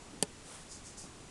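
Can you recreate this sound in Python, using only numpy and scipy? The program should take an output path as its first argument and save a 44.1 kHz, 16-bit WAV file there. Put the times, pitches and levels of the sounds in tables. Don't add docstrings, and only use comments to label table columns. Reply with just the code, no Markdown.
import sys
import numpy as np
from scipy import signal
from scipy.fft import rfft, irfft
from scipy.io import wavfile

SR = 44100
rng = np.random.default_rng(int(sys.argv[2]) if len(sys.argv) > 2 else 0)


def dump_mix(stems):
    frames = np.atleast_2d(stems).T
    limited = np.clip(frames, -1, 1)
    pcm = np.round(limited * 32767).astype(np.int16)
    wavfile.write(sys.argv[1], SR, pcm)


N = 57330
T = np.arange(N) / SR
HZ = np.fft.rfftfreq(N, 1 / SR)

# frequency in Hz, relative level in dB.
ROOM_SPECTRUM = [(20, 0), (45, 0), (80, -1), (130, -1.5), (285, -3), (545, -10), (900, -11), (1500, -15)]
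HISS_SPECTRUM = [(300, -13), (1200, 0.5), (2500, 1.5), (4000, 0), (7000, -1), (10200, -2.5), (11000, -16.5),
                 (12100, -23), (12600, -48)]
# frequency in Hz, rms level in dB.
WHINE_TONES = [(5997, -75), (6998, -70.5), (8000, -72.5)]

# start, rise, hold and fall in seconds, level in dB.
STIR_STROKES = [(-.03, 0.033, 0.18, 0.066, -57), (.95, 0.021, 0.014, 0.034, -63),
                (1.033, .008, 0.015, .10, -52.5), (1.133, 0.038, 0.049, 0.083, -56.5)]
# frequency in Hz, relative level in dB.
STIR_SPECTRUM = [(40, -23), (130, -5.5), (290, 2.5), (400, -3), (500, -9.5), (1200, -14), (2000, -25),
                 (6000, -52)]

# frequency in Hz, peak gain in dB, T60 in seconds.
WALL_MODES = [(181, 17, 0.045), (272, 15, 0.062), (421, 17, 0.083), (463, 11, 0.092), (572, 11.5, 0.079),
              (812, 8, 0.069), (930, 4.5, 0.1), (1039, 4, 0.094), (1460, 2, 0.1), (1773, 5, 0.03),
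              (2520, 3, 0.04), (3078, 6.5, .018), (4614, 10, 0.0096), (7080, 7, 0.0081)]
# frequency in Hz, relative level in dB.
CRACK_SPECTRUM = [(100, -22), (1300, -24), (2000, -6), (2800, -1), (3500, 0), (4000, -16), (5200, -15),
                  (5900, -2), (6400, -11), (7600, 1.5), (8300, 9.5), (9400, 7), (9800, 3), (10600, 4.5),
                  (11100, -9), (11600, -6), (12600, -30)]
REVERB_SPECTRUM = [(100, -21), (400, 4), (900, 1), (1300, -8), (3000, -0.5), (6000, -4), (8800, -0.5),
                   (10500, -3.5), (12000, -27)]
# delay in seconds, treble gain in dB.
WALL_ECHOES = [(.0047, -17), (.0066, -16.5), (.011, -34)]

# frequency in Hz, relative level in dB.
RUSTLE_SPECTRUM = [(100, -18), (600, 3), (1300, -0.5), (2200, -5), (4000, -5), (7000, -3.5), (8500, 0.5),
                   (10300, -1), (11200, -19), (12200, -23)]
SCUFF_SPECTRUM = [(1000, -22), (3900, -5), (4750, 1), (5500, -3.5), (6800, -0.5), (8500, -3.5),
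                  (10300, -3.5), (11200, -17), (12200, -14)]
# start, rise, hold and fall in seconds, level in dB, lower and upper edge in Hz.
SCUFF_STROKES = [(0.682, .035, 0.023, 0.093, -49.5, 4620, 9900),
                 (0.835, 0.025, 0.015, 0.091, -51.4, 5000, 9900),
                 (0.965, 0.018, 0.013, .12, -48.5, 4900, 10400)]


def amp(db):
    return 10 ** (np.asarray(db) / 20)


def unit_rms(x):
    return x / np.sqrt(np.mean(x ** 2) + 1e-20)


def colour(spectrum):
    hz, db = np.transpose(spectrum)
    return amp(np.interp(np.log(HZ + 1), np.log(hz + 1), db))


def noise(gain):
    return unit_rms(irfft(rfft(rng.standard_normal(N)) * gain, N))


def friction(gain, slips_per_s=5000, slip_share=0.37):
    slips = unit_rms(rng.standard_normal(N) * (rng.random(N) < slips_per_s / SR))
    rubbing = rng.standard_normal(N)
    contact = np.sqrt(slip_share) * slips + np.sqrt(1 - slip_share) * rubbing
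    return unit_rms(irfft(rfft(contact) * gain, N))


def stroke(start_s, rise_s, hold_s, fall_s):
    attack = np.clip((T - start_s) / rise_s, 0, 1)
    release = np.clip(1 - (T - start_s - rise_s - hold_s) / fall_s, 0, 1)
    return attack * release ** 1.33


def background(room_db=-54.5, room_top_hz=1400, hiss_db=-57.5):
    room = noise(colour(ROOM_SPECTRUM) / np.sqrt(1 + (HZ / room_top_hz) ** 6))
    whine = sum(amp(db) * np.sqrt(2) * np.sin(2 * np.pi * (hz * T + rng.random()))
                for hz, db in WHINE_TONES)
    hiss = noise(colour(HISS_SPECTRUM))
    return amp(room_db) * room + amp(hiss_db) * hiss + whine


def stirring():
    envelope = sum(amp(db) * stroke(*timing_s) for *timing_s, db in STIR_STROKES)
    return envelope * friction(colour(STIR_SPECTRUM))


def wall_gain(low_cut_hz=126):
    mode_power = sum(amp(db) ** 2 / (1 + (2 * np.pi * (HZ - hz) * t60_s / np.log(1000)) ** 2)
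                     for hz, db, t60_s in WALL_MODES)
    power = mode_power + colour(CRACK_SPECTRUM) ** 2
    return np.sqrt(power / (1 + (low_cut_hz / (HZ + 10)) ** 6))


def crack(start_s, bend_lag_s=0.000943, bend_hz=6000, echo_low_hz=4970):
    log_gain = np.log(wall_gain() + 1e-3)
    mirrored = np.r_[log_gain, log_gain[-2:0:-1]]
    ring = np.exp(np.conj(signal.hilbert(mirrored)))[:len(HZ)]
    arrival_s = start_s + bend_lag_s / (1 + (HZ / bend_hz) ** 8)
    travel = np.exp(-2j * np.pi * np.cumsum(arrival_s * np.gradient(HZ)))
    echoes = sum(amp(db) * np.exp(-2j * np.pi * HZ * delay_s) for delay_s, db in WALL_ECHOES)
    highpass = HZ ** 2 / (HZ ** 2 + echo_low_hz ** 2)
    return irfft(ring * travel * (1 + echoes * highpass), N)


def snap(start_s=0.2261, reverb_db=-30.5, reverb_t60_s=0.038):
    age_s = np.maximum(T - start_s, 0)
    decay = (T >= start_s) * amp(-60 * age_s / reverb_t60_s)
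    return crack(start_s) + amp(reverb_db) * decay * noise(colour(REVERB_SPECTRUM))


def rustle(level_db=-51.5):
    envelope = stroke(start_s=0.42, rise_s=0.085, hold_s=0.045, fall_s=0.16)
    return amp(level_db) * envelope * friction(colour(RUSTLE_SPECTRUM))


def scuffs():
    out = np.zeros(N)
    for *timing_s, db, low_hz, high_hz in SCUFF_STROKES:
        band = 1 / np.sqrt((1 + (low_hz / (HZ + 1)) ** 20) * (1 + (HZ / high_hz) ** 20))
        out += amp(db) * stroke(*timing_s) * friction(colour(SCUFF_SPECTRUM) * band)
    return out


def scene():
    return (background() + stirring() + snap() + rustle() + scuffs())[None]


def record(dry, cutoff_hz=12500):
    lowpass = signal.firwin(301, cutoff_hz, window=("kaiser", 9), fs=SR)
    return signal.oaconvolve(dry, lowpass[None], "same")


dry = scene()
out = record(dry)
dump_mix(out)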